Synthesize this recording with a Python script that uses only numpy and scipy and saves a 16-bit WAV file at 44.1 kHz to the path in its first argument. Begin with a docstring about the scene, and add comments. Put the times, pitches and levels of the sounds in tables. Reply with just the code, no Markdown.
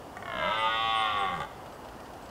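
"""In misty parkland a red deer stag roars once. As in the source-filter model, glottal pulses excite
the resonances of his throat: they speed up into a held note and slow down again, while he pulls his
larynx down and the resonances of the lengthening tract sink. Trees answer faintly by reflection;
small birds call high above a soft distant rush, and dew ticks in the grass."""
import sys
import numpy as np
from scipy import signal
from scipy.fft import rfft, irfft, next_fast_len
from scipy.io import wavfile
from scipy.ndimage import map_coordinates

SR = 44100
rng = np.random.default_rng(int(sys.argv[2]) if len(sys.argv) > 2 else 0)


def master_out(mix):
    """Clip the mix to full scale and print it as 16-bit PCM to the path in sys.argv[1]."""
    frames = np.transpose(np.atleast_2d(mix))
    ceiling = np.clip(frames, -1, 1)
    pcm = np.round(ceiling * 32767).astype(np.int16)
    wavfile.write(sys.argv[1], SR, pcm)


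N = 101429

# Pulse rate as the roar opens, holds its note and closes: t/s, f/Hz
OPENING_RATE = [(.169, 11), (.2245, 25), (.268, 44), (.31, 54), (.345, 58.5)]
HELD_RATE = [(0.42, 77.84), (0.442, 84.48), (0.474, 97.48), (0.508, 107.9), (0.57, 110.6), (0.68, 112.2),
             (0.882, 112.8), (1.014, 110.4), (1.12, 105.3), (1.268, 94), (1.346, 85.66), (1.36, 81.87)]
CLOSING_RATE = [(1.399, 73.57), (1.456, 63.3)]
# Irregularity of the vocal folds: t/s, roughness (0-1)
ROUGHNESS = [(.2, .17), (.46, .14), (.57, .06), (.9, .03), (1.02, .15), (1.25, .2), (1.43, .3)]
# Accents, an opening pop and two closing grunts: t/s, level/dB
ACCENTS = [(.17, 3), (.22, -1), (.3, 0), (1.365, 0), (1.39, -2), (1.404, 1.5), (1.42, 3.5), (1.434, -2.5),
           (1.45, -4)]

def vocal_folds(jitter_s=.00025, shimmer_db=3, puff_s=.006, click_s=.0035):
    """Glottal source: one pulse a cycle; roughness scales its jitter, shimmer and turbulence."""
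    track = np.vstack([OPENING_RATE, HELD_RATE, CLOSING_RATE])
    pitch, = curves(track)
    rough, = curves(ROUGHNESS)
    t = np.arange(N) / SR
    voiced = (t >= track[0, 0]) & (t <= track[-1, 0])
    cycles = np.cumsum((pitch * (1 + .0006 * wobble(24.56)))[voiced]) / SR
    times = np.interp(np.arange(int(cycles[-1]) + 1), cycles, t[voiced])
    at = (times * SR).astype(int)
    jitter, shimmer = rough[at] * rng.standard_normal((len(at), 2)).T
    place = (times + jitter_s * jitter) * SR
    size = amp(curves(ACCENTS)[0][at] + shimmer_db * shimmer) * np.sqrt(SR / pitch[at])
    taps = place.astype(int)[:, None] + np.arange(-7, 9)
    offset = taps - place[:, None]
    shapes = size[:, None] * np.sinc(offset) * np.sinc(offset / 8)  # band-limited impulses
    pulses = np.bincount(taps.ravel(), shapes.ravel(), N)
    onsets = np.bincount(at, size, N)
    puff_envelope = fading(onsets, puff_s) * np.sqrt(2 / (puff_s * SR))
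    click_envelope = fading(onsets, click_s) * np.sqrt(2 / (click_s * SR))
    turbulence = 1.25 * rough * puff_envelope * rng.standard_normal(N)
    return pulses, turbulence, puff_envelope, click_envelope

# Retraction of the larynx: t/s, pull (0 up, 1 down)
LARYNX_PULL = [(0.2, 0.01), (0.33, 0.3), (0.44, 0.51), (0.53, 0.62), (0.64, 0.73), (0.8, 0.93),
               (0.98, 0.96), (1.26, 0.99), (1.36, 0.97), (1.45, 0.8)]

def vocal_tract(source, modes, alternate=False):
    """Tube resonance: modes sink as the tract lengthens; alternating signs merge them into one band."""
    pull, = curves(LARYNX_PULL)
    out = np.zeros(N)
    for mode in modes:
        hz = np.interp(pull, [0, .5, 1], mode[:3])
        db = np.interp(pull, [0, .5, 1], mode[3:6])
        decay_s = 1 / (np.pi * mode[6])
        phasor = np.exp(2j * np.pi * np.cumsum(hz) / SR)
        ring = (phasor * fading(source * amp(db) / phasor, decay_s)).imag * 2 / np.sqrt(decay_s * SR)
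        out = ring - out if alternate else ring + out
    return out

# Smeared part of each pulse: t/s, share (0-1)
SMEAR_SHARE = [(.42, 0), (.55, 1), (1.28, 0.99), (1.38, 0.1)]

def smeared(x, delay_s=.0033, feedback=.68):
    """All-pass dispersion spreads each pulse of the held note through its cycle."""
    def all_pass(hz):
        lag = np.exp(-2j * np.pi * hz * delay_s)
        return (feedback + lag) / (1 + feedback * lag)
    share, = curves(SMEAR_SHARE)
    return x * (1 - share) + filtered(x * share, all_pass)

# Vocal effort: t/s, voice level/dB, treble level/dB
VOCAL_EFFORT = [(0.17, -51.0, -68.0), (0.23, -43, -53), (0.29, -37.5, -46.1), (0.37, -35.7, -39.5),
                (0.42, -30, -38), (0.5, -29, -35.0), (0.57, -30.5, -34.5), (0.65, -29.5, -35),
                (0.78, -31.5, -34), (0.9, -31.5, -34), (1.02, -30, -34), (1.13, -33, -37), (1.27, -33, -43),
                (1.32, -36, -46.5), (1.39, -40, -54.5), (1.41, -36.5, -45), (1.455, -49, -55)]
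# Drive of the nose, strong while the mouth is half open: t/s, level/dB
NASAL_DRIVE = [(0.17, -65), (0.37, -50), (0.485, -46.5), (0.54, -54.5), (1.05, -55), (1.25, -47),
               (1.35, -48), (1.41, -46), (1.455, -58.3)]
# Clicks as the mouth closes: t/s, level/dB
RASP_LEVEL = [(1.33, -70), (1.352, -59.5), (1.385, -62), (1.415, -58.5), (1.455, -62)]
# Resonances with the larynx up, halfway and down: 3 x f/Hz, 3 x level/dB, bandwidth/Hz
NASAL_MODES = [(184, 194, 167.5, -0.5, 0, 0.9, 19), (425.0, 383.0, 398, -3.3, -19, -0.7, 16),
               (709, 637.0, 538.0, 3, 11.5, -1.9, 21.4), (1850, 1586.0, 1576.0, 5.5, 6.5, -2.5, 35)]
LOWER_MODES = [(729, 604, 501, 0.9, -4.5, -6, 30), (1173, 1002.0, 778.5, -5.5, -7.5, -0.6, 18.7),
               (1513.0, 1333, 1120.3, -8, -7.5, 0.2, 40), (1880, 1594.0, 1376.0, -12, -3.5, -7.9, 23),
               (2218, 2076.0, 1821.0, -14.5, -20, -9.5, 28.4), (2509.0, 2305.0, 2039.0, -17, -17, -29, 27),
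               (1520, 1208, 1195, -6, -11, -13, 146), (1140, 930, 900, -17.5, -20, -17.5, 74)]
UPPER_MODES = [(5600.0, 5700, 5300, -34.0, -33, -36, 230.0), (2940, 2650, 2477.0, -8.5, -15.5, -14.5, 65),
               (3126.0, 2890.0, 2646.0, -12, -9, -14.5, 53), (3380, 3152.0, 3037, -9, -8.9, -6.5, 150),
               (3500, 3405.0, 3231.0, -19, -12.5, -8, 110), (3800, 3606.0, 3500.0, -24, -7, -2.5, 106),
               (4000, 4004.0, 3824.0, -25, -17.4, -17.5, 55)]
OVERTONE_MODE = [(5600, 5500, 5170, -40, -37, -34, 180)]
# Response of the mouth to the lower and upper modes: f/Hz, level/dB
MOUTH_LOWER_GAIN = [(100.0, -33), (330.0, -18), (520.0, -11), (800.0, -0.7), (1300.0, 1.1), (1700.0, -12),
                    (2100.0, 9.0), (2400.0, -10.2), (4000.0, -13), (4400.0, -31.2), (9000.0, -55)]
MOUTH_UPPER_GAIN = [(500.0, -19), (1700.0, -39), (2500.0, 3.5), (3800.0, -3), (4200.0, -5.5), (5200.0, -7),
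                    (12000.0, -9)]
# Spectra of air rushing through the mouth and of the clicks: f/Hz, level/dB
BREATH_SPECTRUM = [(2000, -9), (4200, 4.5), (5200, -2), (6000, 3.5), (7200, -1), (9000, -11), (14000, -29)]
RASP_SPECTRUM = [(2500, -22), (4000, 6), (5000, -4.5), (7000, 3), (9200, -4), (11000, -11), (15000, -20)]

def stag(breath_re_treble_db=-31.5):
    """Source and filter: pulses excite throat and nose; turbulence roughens mostly the treble."""
    pulses, turbulence, puff_envelope, click_envelope = vocal_folds()
    voice_db, treble_db = curves(VOCAL_EFFORT)
    low_source = pulses + .3 * turbulence
    high_source = smeared(pulses + turbulence) * amp(treble_db)
    nasal = vocal_tract(low_source * amp(curves(NASAL_DRIVE)[0]), NASAL_MODES)
    body = coloured(vocal_tract(low_source * amp(voice_db), LOWER_MODES), MOUTH_LOWER_GAIN)
    edge = coloured(vocal_tract(high_source, UPPER_MODES, alternate=True), MOUTH_UPPER_GAIN)
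    overtone = vocal_tract(smeared(pulses) * amp(treble_db), OVERTONE_MODE)
    breath = puff_envelope * amp(treble_db + breath_re_treble_db) * noise(BREATH_SPECTRUM)
    rasp = click_envelope * amp(curves(RASP_LEVEL)[0]) * noise(RASP_SPECTRUM)
    return nasal + body + edge + overtone + breath + rasp

# Bird calls: t/s, duration/s, top f/Hz, level/dB, rise to the top/Hz, fall after it/Hz
BIRD_CALLS = [(0.171, .06, 8150, -70, 100, 248), (0.571, .052, 8550, -61, 400, 120),
              (0.939, 0.098, 8676, -56.5, 60, 127), (1.174, 0.061, 8280, -60.5, 300, 827),
              (1.713, .06, 8000, -73, 400, 199), (2.216, 0.055, 7850, -70, 80, 151),
              (1.976, 0.021, 1866, -60.5, 60, 160)]

def birds(waver_hz=52.3, echo_s=.042, echo_db=-9.5):
    """Frequency modulation: short whistles arch in pitch, each with one echo from the trees."""
    out, t = np.zeros(N), np.arange(N) / SR
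    waver = waver_hz * wobble(280)
    for start, length, top_hz, db, rise, fall in BIRD_CALLS:
        u = np.clip(2 * (t - start) / length - 1, -1, 1)  # -1 to 1 across the call
        pitch = top_hz - np.where(u < 0, rise, fall) * u ** 2 + waver
        out += amp(db) * np.sqrt(2) * (1 - u ** 2) * np.sin(2 * np.pi * np.cumsum(pitch) / SR)
    return out + amp(echo_db) * np.pad(out, (int(echo_s * SR), 0))[:N]

# Spectral weighting of the reflected roar: f/Hz, level/dB
REFLECTION_GAIN = [(300, -6), (1300, -6), (2000, -1), (3500, 0), (8000, -3)]
# Reverberation time of the wood: f/Hz, T60/s
WOOD_T60 = [(150, 0.75), (1000, 1), (3500, 0.84), (9000, 0.046)]

def trees(roar, calls, early_s=.025):
    """Scattering: roar and calls leave a diffuse tail; ground and near trunks reflect the roar early."""
    reflected = coloured(roar, REFLECTION_GAIN)
    hz, t, spectra = signal.stft(rng.standard_normal(SR), SR, nperseg=256)
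    decay = amp(-60 * t / along(WOOD_T60, hz)[:, None])
    tail = signal.istft(spectra * decay, SR, nperseg=256)[1]
    diffuse = signal.fftconvolve(amp(-14) * reflected + amp(1) * calls, tail / np.linalg.norm(tail))
    delay, strength = rng.random((12, 2)).T
    echoes = np.bincount((delay * early_s * SR).astype(int), strength - .5)
    early = signal.fftconvolve(reflected, echoes / np.linalg.norm(echoes))
    return diffuse[:N] + amp(-11) * early[:N]

# Impacts of dew drops: t/s
DROP_TIMES = [1.66, 1.724, 1.848, 1.887, 2.003, 2.058, 2.136, 2.223, 2.258, 2.29]
# Spectrum of an impact: f/Hz, level/dB
DROP_SPECTRUM = [(1000, -10), (2900, 9.5), (4000, 2), (4800, 4.5), (6600, -5), (9000, -7), (15000, -21)]

def dew(level_db=-53, decay_s=.0092):
    """Impact noise: each drop on the grass is a faint, exponentially damped burst."""
    drops = np.bincount((np.array(DROP_TIMES) * SR).astype(int), minlength=N)[:N]
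    return amp(level_db) * fading(drops, decay_s) * noise(DROP_SPECTRUM)

# Spectrum of the distant rush: f/Hz, level/dB
RUSH_SPECTRUM = [(13, -41), (22, -19), (54, 0.5), (114, -0.5), (168, -4.5), (260, -1), (342, -3), (392, -3),
                 (560, -2.5), (717, 0.5), (969, -3.5), (1140, -6.5), (1240, -6.5), (2210, -20.5),
                 (2830, -20.5), (4040, -26.5), (4630, -24), (6090, -28), (15500, -34.5)]

def distant_rush(level_db=-44.5, swing_db=-.1, twitter_hz=2885, width_hz=89, twitter_db=-69.5):
    """Ambient noise: a broad band whose lows barely swell, and a narrow one heard as a far twitter."""
    rush = noise(RUSH_SPECTRUM)
    lows = filtered(rush, lambda hz: 1 / (1 + (hz / 2000) ** 2) ** 2)
    rush += lows * (amp(swing_db * wobble(13.9)) - 1)
    twitter = filtered(rng.standard_normal(N), lambda hz: np.exp(-((hz - twitter_hz) / width_hz) ** 2))
    return amp(level_db) * rush + amp(twitter_db) * unit(twitter)

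def amp(db):
    """Amplitude ratio of a level."""
    return 10 ** (np.asarray(db) / 20)

def unit(x):
    """Normalisation to rms 1."""
    return x / np.sqrt(np.mean(x ** 2) + 1e-20)

def along(points, hz):
    """Interpolation of (f/Hz, value) points on a logarithmic frequency axis."""
    f, values = np.transpose(points)
    return np.interp(np.log(hz + 1), np.log(f + 1), values)

def curves(rows):
    """Linear interpolation, sample by sample, of each column after t/s."""
    times, *columns = np.transpose(rows)
    return [np.interp(np.arange(N) / SR, times, column) for column in columns]

def wobble(rate):
    """Smooth random modulation with rate knots a second."""
    return map_coordinates(rng.standard_normal(int(N * rate / SR) + 4), [np.arange(N) * rate / SR])

def filtered(x, response):
    """Linear filtering: the spectrum of x times a frequency response."""
    size = next_fast_len(N + SR // 2)
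    return irfft(rfft(x, size) * response(np.fft.rfftfreq(size, 1 / SR)), size)[:N]

def coloured(x, points, size=2048):
    """Minimum-phase filtering by (f/Hz, level/dB) points."""
    cepstrum = irfft(np.log(amp(along(points, np.fft.rfftfreq(size, 1 / SR)))))
    cepstrum[1:size // 2] *= 2
    cepstrum[size // 2 + 1:] = 0
    return signal.fftconvolve(x, irfft(np.exp(rfft(cepstrum))))[:N]

def noise(points):
    """Gaussian noise of rms 1, shaped by (f/Hz, level/dB) points."""
    return unit(filtered(rng.standard_normal(N), lambda hz: amp(along(points, hz))))

def fading(x, decay_s):
    """Exponential decay of every impulse in x."""
    return signal.lfilter([1], [1, -np.exp(-1 / (decay_s * SR))], x)

def scene():
    """Superposition of stag, birds, their reflections and the background."""
    roar, calls = stag(), birds()
    return (roar + calls + trees(roar, calls) + distant_rush() + dew())[None]

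def record(dry, cutoff_hz=15700):
    """Band limiting: an ideal low-pass filter."""
    return filtered(dry[0], lambda hz: hz < cutoff_hz)[None]

dry = scene()
out = record(dry)
master_out(out)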